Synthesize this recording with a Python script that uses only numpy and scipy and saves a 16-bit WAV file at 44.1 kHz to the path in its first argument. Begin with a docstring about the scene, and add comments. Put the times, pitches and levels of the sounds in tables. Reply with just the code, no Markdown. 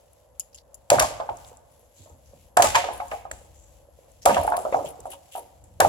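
"""Lumpy low wind and the faint murmur and hiss of snowy woods come first, noises in shaped colours, with a few
small cracks, jacket ticks and rustles of filtered noise. Then an axe chops a leaning dead pole: noise bursts
crack the wood, sines and ringing modes sound the dry pole as it bounces against its neighbours, and low noise
thumps the ground. Shaken snow sifts down as swelling hiss; trunks and far slopes scatter the sound back as
noise tails. A small stereo camera microphone with uneven treble hears it, the pole a little to the left."""
import sys
import numpy as np
from scipy import signal
from scipy.fft import rfft, irfft, next_fast_len
from scipy.io import wavfile
from scipy.ndimage import map_coordinates

SR = 44100
rng = np.random.default_rng(int(sys.argv[2]) if len(sys.argv) > 2 else 0)


def pcm_store(signal):
    """Save signal as 16-bit PCM."""
    levels = np.round(np.clip(np.atleast_2d(signal), -1, 1) * 32767)
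    wavfile.write(sys.argv[1], SR, levels.astype(np.int16).T)


def voltage_ratio(level):
    """Linear amplitude factor for a level in decibels (scalar or array-like)."""
    return 10 ** (np.asarray(level, float) / 20)


N = 259308  # samples


def unit(x):
    """Scaled to rms 1."""
    return x / np.sqrt(np.mean(x ** 2) + 1e-20)


def along(points, hz):
    """Reads a curve of (Hz, value) points on a log frequency axis."""
    f, v = np.transpose(points)
    return np.interp(np.log(hz + 1), np.log(f + 1), v)


def curves(rows):
    """One value per sample for each column after the time."""
    s, *cols = np.transpose(rows)
    return [np.interp(np.arange(N) / SR, s, c) for c in cols]


def wobble(rate):
    """A smooth random curve, rate knots a second."""
    knots = rng.standard_normal(int(N * rate / SR) + 4)
    return map_coordinates(knots, [np.arange(N) * rate / SR])


def grit(n, depth_db, size):
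    """Random gain steps, size samples long."""
    return voltage_ratio(depth_db * rng.standard_normal(n // size + 1)).repeat(size)[:n]


def filtered(x, response):
    """x times a complex response of frequency."""
    n = x.shape[-1]
    m = next_fast_len(n + 4096)
    return irfft(rfft(x, m) * response(np.fft.rfftfreq(m, 1 / SR)), m)[..., :n]


def resonance(f, hz, width):
    """Response of one causal resonance, 1 at its centre."""
    return 1j * f * width / (hz * hz - f * f + 1j * f * width)


def pair(n, alike):
    """Two noises with correlation alike."""
    a, b = rng.standard_normal((2, n))
    turn = np.arccos(np.clip(alike, 0, 1)) / 2
    return np.cos(turn) * a + np.sin(turn) * b * np.array([[1], [-1]])


def rush(spectrum, alike):
    """Stereo noise of rms 1 in a given colour."""
    return unit(filtered(pair(N, alike), lambda hz: voltage_ratio(along(spectrum, hz))))


def add(track, s, sound):
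    """Lays a stereo sound on the track at s seconds."""
    part = track[:, round(s * SR):][:, :sound.shape[1]]
    part += sound[:, :part.shape[1]]


# The wind at the microphone ports. Each row: time in seconds, strength in dB.
WIND_STRENGTH = [(0.0, -63.5), (0.9, -65), (1.1, -54.5), (1.79, -67), (2.88, -53), (4.11, -62), (4.45, -53),
                 (5.36, -65), (5.88, -50)]
# Colour of that wind. Each row: frequency in Hz, relative level in dB.
WIND_COLOUR = [(13, -45.5), (22, -19), (36, -8.5), (59, 0.5), (135, -15), (291, -27.5), (330, -22),
               (430, -53.5), (730, -120)]
# Colour of the far woods. Each row: frequency in Hz, relative level in dB.
MURMUR_COLOUR = [(150, -36), (250, -9.5), (295, -16), (433, -9.5), (489, 1.5), (576, 2.5), (692, -5.5),
                 (914, -9.5), (997, -11), (1170, -18), (2000, -26.5), (2600, -67), (4400, -120)]


def air():
    """Slow random gains make the low wind lumpy on each port; the far woods murmur as wavering noise."""
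    wind_db, = curves(WIND_STRENGTH)
    lumps = voltage_ratio(0.88 * wobble(7.5) + 0.94 * np.array([wobble(1.8), wobble(4.1)]))
    wind = voltage_ratio(wind_db) * unit(lumps * rush(WIND_COLOUR, alike=1.0))
    murmur = voltage_ratio(-63.5 + 1.5 * wobble(12.0)) * rush(MURMUR_COLOUR, alike=0.38)
    return wind + murmur


# Snow shaken from the branches by each blow. Each row: start in seconds, peak level in dB.
SNOW_SHOWERS = [(0.9, -59.5), (2.569, -53), (4.26, -50.5), (5.8, -54)]
# Colour of soft hiss, for snow and rubbing cloth. Each row: frequency in Hz, relative level in dB.
SOFT_HISS = [(900, -46.5), (1500, -14), (3000, -1), (8000, -3), (16000, -3)]


def rustle():
    """Soft hiss that swells as shaken snow sifts down, with a thin wavering band high in the treble."""
    hiss_db, shower_peak_s = -65, 0.25
    level = voltage_ratio(hiss_db)
    for s, db in SNOW_SHOWERS:
        since = np.clip(np.arange(N) / SR - s, 0, None) / shower_peak_s
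        level = level + voltage_ratio(db) * since * np.exp(1 - since)
    flicker = voltage_ratio(3.3 * wobble(9.8) + 1.8 * wobble(390))
    hiss = level * unit(flicker * rush(SOFT_HISS, alike=0.13))
    thin = unit(filtered(pair(N, alike=0.2), lambda f: resonance(f, 11300, 350) ** 2))
    return hiss + voltage_ratio(-75 + 3 * wobble(3.2)) * thin


# Splitting fibres, chips and twigs close by. Each row: start in seconds, level in dB (before a 3 dB cut),
# centre in Hz, scatter in dB (before a 14 dB cut).
WOOD_CRACKS = [(0.1317, -44.5, 10000, -30), (0.5841, -41, 3990, -32), (0.9026, -4.5, 7020, -17),
               (0.9924, -24, 9950, -4), (0.9967, -14, 4980, -7.5), (0.9994, -5, 9300, -30.5),
               (1.024, -15, 7000, -13.5), (1.295, -37, 2655, -18), (1.3704, -37.5, 6850, -26),
               (1.448, -45.5, 3640, -24), (1.4644, -62, 8200, -16.5), (1.4855, -43, 7640, -26),
               (1.5713, -46, 7700, -31), (1.719, -52.5, 10680, -8), (1.794, -51, 10800, -8.5),
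               (2.5706, -7, 7590, -17.5), (2.6221, -6.5, 7050, -9), (2.6444, -19, 7730, -12.5),
               (2.7473, -18, 2640, -6.5), (2.7539, -10.5, 3370, -12), (2.7555, -13, 1900, -16),
               (2.7605, -13, 2200, -20), (2.935, -31, 10500, -15), (2.978, -35, 10500, -18),
               (3.0826, -40, 7730, -17.5), (3.114, -34.5, 2370, -6.5), (3.314, -26, 7670, -17.5),
               (3.3135, -27, 1700, -26), (4.1178, -49.5, 7900, -19), (4.2555, -12.5, 8900, -9),
               (4.2586, -9, 9260, -28.5), (4.3082, -41, 2800, 10), (4.345, -22, 3000, -9.5),
               (4.3994, -40, 3400, -9), (4.413, -31, 10500, -17), (4.501, -34, 10300, -20),
               (4.434, -29, 10000, -8.5), (4.468, -29.5, 9600, -13.5), (4.4785, -39.5, 10300, -9),
               (4.568, -21.5, 10500, -24), (5.003, -35.5, 7400, -43), (5.1038, -33, 10400, -34.5),
               (5.3584, -31.5, 11340, -10), (5.374, -33, 10600, -31.5), (5.394, -32, 10500, -25),
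               (5.64, -47.5, 8000, -10.5), (5.8034, -7, 10500, -16)]
# How long the trunks scatter sound. Each row: frequency in Hz, time to fall 60 dB in seconds.
TRUNK_DECAY = [(300, .5), (1000, 0.35), (3000, 0.52), (8000, 0.38), (15000, 0.33)]


def cracks():
    """A few ms of splintering noise, answered by the lumpy scatter of many trunks, drawn anew each time."""
    out, t = np.zeros((2, N)), np.arange(int(0.7 * SR)) / SR
    for s, db, hz, scatter_db in WOOD_CRACKS:
        breadth = voltage_ratio(17.5 + 0.99 * db)  # louder cracks are broader

        def colour(f):
            peak = resonance(f, hz, 0.5 * hz) ** 2
            broad = resonance(f, 3300, 18000)
            broad = broad / (1 + 1j * f / (2.2 * hz)) ** 2  # rolls off above 2.2 times the centre
            return peak + breadth * broad * (1j * f / (1j * f + 1200)) ** 2

        def blurred(f):  # scatter smears the colour
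            return colour(f) + 0.5 * resonance(f, hz, 3.9 * hz)

        splinters = pair(len(t), alike=0.7) * grit(len(t), 4, size=16)
        burst = unit(filtered(splinters, colour)) * np.exp(-(t / 0.0041) ** 2)
        # each frequency of the scatter dies at its own rate
        f, u, z = signal.stft(pair(len(t), alike=0.21), SR, nperseg=256)
        fading = voltage_ratio(-60 * u / along(TRUNK_DECAY, f)[:, None])
        tail = signal.istft(z * fading, SR, nperseg=256)[1][:, :len(t)]
        lumps = grit(len(t), 1.5, size=150)
        tail = unit(filtered(tail * lumps, blurred)) * voltage_ratio(scatter_db - 14)
        add(out, s - 0.0005, voltage_ratio(db - 3.0) * (burst + tail))
    return out


# Small hard ticks of a jacket fastener by the microphone. Each row: start in seconds, level in dB (before a
# 4.5 dB cut), brightness in dB per octave.
JACKET_TICKS = [(0.397, -16, 4.5), (0.4, -26.5, -1), (0.4056, -27, -9.5), (0.5457, -32, -7.5),
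                (0.551, -35, -12), (0.5588, -39, -2), (0.7437, -29.5, 4), (0.752, -41.5, 13.5)]
# Resonances of the fastener. Each row: frequency in Hz, width in Hz, relative level in dB.
FASTENER_MODES = [(3000, 600, -20), (5070, 500, -7), (7000, 810, -1.5), (10500, 2400, -7),
                  (13460, 1800, -12)]


def ticks():
    """Brief spiky noise through the fastener's few high resonances, with a faint short wash."""
    out, t = np.zeros((2, N)), np.arange(SR // 5) / SR
    for s, db, bright_db in JACKET_TICKS:
        def colour(f):
            return sum(voltage_ratio(mode_db + bright_db * np.log2(hz / 7000)) * resonance(f, hz, width) ** 2
                       for hz, width, mode_db in FASTENER_MODES)

        spiky = pair(len(t), alike=0.21) * grit(len(t), 2.4, size=16)
        noise = unit(filtered(spiky, colour))
        wash = voltage_ratio(-27.0 - 60 * t / 0.22)
        add(out, s - 0.0005, voltage_ratio(db - 4.5) * noise * (np.exp(-t / 0.0038) + wash))
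    return out


# Rubbing cloth and pattering crumbs. Each row: start in seconds, length in seconds (where the swell is down
# to half), level in dB, centre in Hz.
CLOTH_SCRAPES = [(0.521, 0.046, -58, 5070), (0.567, .035, -52, 4840), (1.46, 0.04, -52.5, 8100),
                 (1.82, .06, -68, 7000), (1.928, 0.18, -57.5, 7000), (1.951, 0.13, -59, 3960),
                 (2.243, .1, -64, 5760), (2.909, .07, -47, 9530), (3.318, .12, -57, 8600),
                 (3.523, .18, -58.5, 7000), (3.742, 0.055, -73, 7000), (4.215, 0.031, -46, 5540),
                 (4.555, 0.079, -42, 9300), (4.729, 0.056, -50, 6160), (4.844, .012, -43.5, 7500),
                 (4.853, 0.032, -39.5, 3000), (4.872, 0.04, -44.5, 10700), (5.052, 0.025, -49.5, 9100),
                 (5.112, 0.035, -42.5, 3000), (5.097, 0.043, -41.5, 10100), (5.312, 0.07, -45.5, 3000),
                 (5.312, 0.044, -51, 7550), (5.312, .04, -52, 10500), (5.367, 0.026, -46, 9760)]


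def scrapes():
    """Rubbing and pattering are short gritty swells of noise around one broad centre."""
    out = np.zeros((2, N))
    for s, length, db, hz in CLOTH_SCRAPES:
        u = np.arange(int(2 * abs(length) * SR)) / (abs(length) * SR)
        swell = (1 - np.exp(-(u / 0.15) ** 2)) / (1 + u ** 5)
        rough = pair(len(u), alike=0.088)
        rough = rough * grit(len(u), 3.5, size=120) * grit(len(u), 0.76, size=12)

        def colour(f):
            return (0.4 + resonance(f, hz, 0.47 * hz) ** 2) * voltage_ratio(along(SOFT_HISS, f))

        add(out, s, voltage_ratio(db) * swell * unit(filtered(rough, colour)))
    return out


# Blows and bounces of the pole, a little left of the microphone. Each row: start in seconds, level in dB,
# nominal pitch in Hz, brightness in dB per octave.
POLE_KNOCKS = [(0.902, -14, 848, 9.5), (0.912, -18.5, 700, -0.5), (0.919, -5, 611, 2.5),
               (0.931, -11, 640, -13.5), (0.942, -15, 593, 8), (0.96, -19, 800, 5), (0.985, -19, 695, 14),
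               (1.009, -15.5, 655, 14.5), (1.022, -30, 728, 27.5), (1.107, -30, 574, 2.5),
               (1.201, -20.5, 697, 8), (1.291, -18.5, 891, 3), (1.517, -41.5, 530, 1.5),
               (2.06, -45, 654, 4.5), (2.101, -47.5, 534, 9), (2.335, -42, 573, -4.5),
               (2.569, -27.5, 555, 24.5), (2.574, -5.5, 739, 8.5), (2.599, -6, 725, 2.5),
               (2.621, -22, 620, 15.5), (2.643, -12.5, 650, 10.5), (2.747, -19.5, 900, 9),
               (2.752, -11.5, 1052, 13.5), (2.761, -20, 642, 13), (2.841, -20, 782, 6),
               (2.888, -19, 738, 4), (3.002, -22, 778, 10), (3.118, -26.5, 663, 14), (3.135, -26.5, 657, 4),
               (3.253, -28, 801, 2.5), (3.312, -34, 643, 1.5), (3.415, -45.5, 550, -1.5),
               (3.887, -47, 587, -4), (3.989, -44, 570, -19), (4.254, -20.5, 577, 3), (4.261, -3.5, 759, 7),
               (4.295, -10.5, 606, 9.5), (4.36, -20.5, 730, 4.5), (4.368, -10.5, 772, 7.5),
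               (4.43, -24, 680, 9.5), (4.45, -17, 734, -4), (4.478, -12.5, 895, 5.5),
               (4.522, -13.5, 903, 7.5), (4.539, -26.5, 910, 15), (4.579, -19, 730, 4),
               (4.652, -18, 654, 6.5), (4.668, -24, 640, -5), (4.726, -17.5, 580, 7),
               (4.745, -11, 798, 4.5), (4.791, -22, 600, 6), (4.846, -22, 606, -6), (4.993, -37, 492, -17),
               (5.056, -24.5, 768, 3), (5.13, -38.5, 820, 7.5), (5.353, -24.5, 775, 1),
               (5.365, -29.5, 827, -0.5), (5.381, -28, 710, 1.5), (5.801, -11, 629, 3), (5.806, -7, 788, 9),
               (5.823, -18, 578, 5.5), (5.849, -6, 830, 1.5)]
# Modes of the dry pole. Each row: frequency in Hz, width in Hz, relative level in dB.
POLE_MODES = [(296, 50, -16), (370, 35, -14), (470, 40, -10), (561, 45, -4), (636, 35, -1), (713, 35, 0),
              (790, 40, -5), (845, 30, -4), (931, 40, -5), (1082, 50, -10), (1250, 150, -12),
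              (1550, 450, -15), (2100, 900, -18), (3200, 1600, -21)]


def pole():
    """Each contact is a short wooden tock, then the pole's modes ring unevenly, high ones dying first."""
    ring_t60_s = 0.19  # at 700 Hz
    bright_top_hz = 1500  # brightness lifts modes no further above this
    out, t = np.zeros((2, N)), np.arange(SR // 3) / SR
    mode_hz, width, mode_db = np.transpose(POLE_MODES)[:, :, None, None]
    octaves = np.log2(np.minimum(mode_hz, bright_top_hz) / 700)
    fading = voltage_ratio(-60 * t / ring_t60_s * (mode_hz / 700) ** 0.9)
    for s, db, hz, bright_db in POLE_KNOCKS:
        def partial(ratio, life):
            return np.sin(2 * np.pi * ratio * hz * t) * voltage_ratio(-60 * t / life)

        tock = partial(0.96, life=0.033) + voltage_ratio(bright_db - 9.5) * partial(1.528, life=0.011)
        tock *= 1.37 * (1 - np.exp(-t / 0.0009))
        lean = 0.39 + abs(resonance(mode_hz, hz, 1000))  # the place of contact favours its own pitch
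        uneven_db = 4.6 * rng.standard_normal(mode_db.shape)
        strength = lean * voltage_ratio(mode_db + bright_db * octaves + uneven_db) / np.sqrt(width)
        noise = pair(len(t), alike=0.51)
        modes = strength * filtered(noise, lambda f: resonance(f, mode_hz, width) ** 2)
        ring = (modes * fading).sum(0) / np.sqrt(np.mean(modes.sum(0) ** 2))
        ring *= voltage_ratio(-10 + 0.7 * bright_db)  # a harder, brighter contact rings the pole more
        ring *= 1 - np.exp(-t / 0.00082)
        add(out, s - 0.001, voltage_ratio(db) * (tock + ring))
    return out


# The pole's foot jolts the ground. Each row: start in seconds, level in dB (before a 5 dB cut), pitch in Hz.
GROUND_THUMPS = [(0.904, -25, 88.5), (0.939, -26.5, 119), (0.999, -28.5, 66), (1.29, -42, 90),
                 (1.99, -43.5, 90.7), (2.1, -45, 86), (2.331, -52, 103), (2.574, -31, 102),
                 (2.631, -25.5, 63), (2.747, -33, 89), (3.119, -51.5, 62), (3.308, -38.5, 56.5),
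                 (4.26, -34.5, 68.6), (4.288, -23, 167), (4.37, -26, 64), (4.749, -40, 99),
                 (4.85, -43.5, 115), (4.996, -46.5, 86), (5.62, -52, 68.7), (5.804, -28.5, 91.2),
                 (5.848, -29, 134)]


def thumps():
    """The jolted ground gives dull low noise with a soft start, one broad resonance and a weaker one above."""
    t60_s = 0.34
    out, t = np.zeros((2, N)), np.arange(SR // 2) / SR
    for s, db, hz in GROUND_THUMPS:
        def colour(f):
            return resonance(f, hz, 0.87 * hz) ** 2 + 0.17 * resonance(f, 220, 170) ** 2

        dull = unit(filtered(pair(len(t), alike=1.0), colour))
        soft_start = 1 - np.exp(-t / 0.0066)
        add(out, s, voltage_ratio(db - 5.0 - 60 * t / t60_s) * soft_start * dull)
    return out


def lingering(x, db, rise_s, t60):
    """x through a diffuse noise tail that swells and dies, different at each port."""
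    t = np.arange(3 * SR // 2) / SR
    tail = pair(len(t), alike=0.22) * (1 - np.exp(-(t / rise_s) ** 2)) * voltage_ratio(-60 * t / t60)
    return voltage_ratio(db) * signal.fftconvolve(x, tail / np.linalg.norm(tail[0]), axes=1)[:, :N]


def scene():
    """The pole stands a little to the left: near sounds reach that port first, then the far answers come."""
    left_lead_s = 0.000216
    wood, ground = pole(), thumps()
    near = wood + ground + ticks() + cracks() + scrapes()
    delay_s = left_lead_s * np.array([[0], [1]])
    near = filtered(near, lambda f: np.exp(-2j * np.pi * f * delay_s))
    slopes = lingering(wood, -18.5, rise_s=0.064, t60=1.08)  # far slopes and trunks answer the pole
    sway = lingering(ground, -12.5, rise_s=0.034, t60=1.94)  # the pole rocks on after a jolt
    return near + slopes + sway + air() + rustle()


def top_cut(x):
    """Nothing passes above the cut-off."""
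    return signal.sosfilt(signal.butter(12, 16810, fs=SR, output="sos"), x)


# Colour of the small camera microphone. Each row: frequency in Hz, gain in dB.
MIC_COLOUR = [(2000, 3), (4000, -4), (5500, -3), (7500, 3), (8300, -2.5), (9000, -11), (10200, 0.5),
              (11300, -5.5), (12500, -8.5), (16000, -17.5), (16700, -22.5), (17100, -69.5)]
# Its two ports compared. Each row: frequency in Hz, left minus right in dB.
PORT_TILT = [(60, 9.5), (110, -9.5), (200, 1.5), (380, -0.5), (700, -1), (1290, -1), (2380, -1.5),
             (4400, -1), (8120, 3.5), (15000, 18)]


def record(dry):
    """The ports colour the sound, the right duller in the high treble; a low cut and soft clipping follow."""
    side = np.array([[0.5], [-0.5]])

    def ports(f):
        low_cut = (1j * f / (1j * f + 26)) ** 4
        return voltage_ratio(along(MIC_COLOUR, f) + side * along(PORT_TILT, f)) * low_cut

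    x = filtered(dry, ports)
    x = x / (1 + np.abs(x / 0.85) ** 6) ** (1 / 6)  # soft clip towards 0.85
    return top_cut(x)


dry = scene()
out = record(dry)
pcm_store(out)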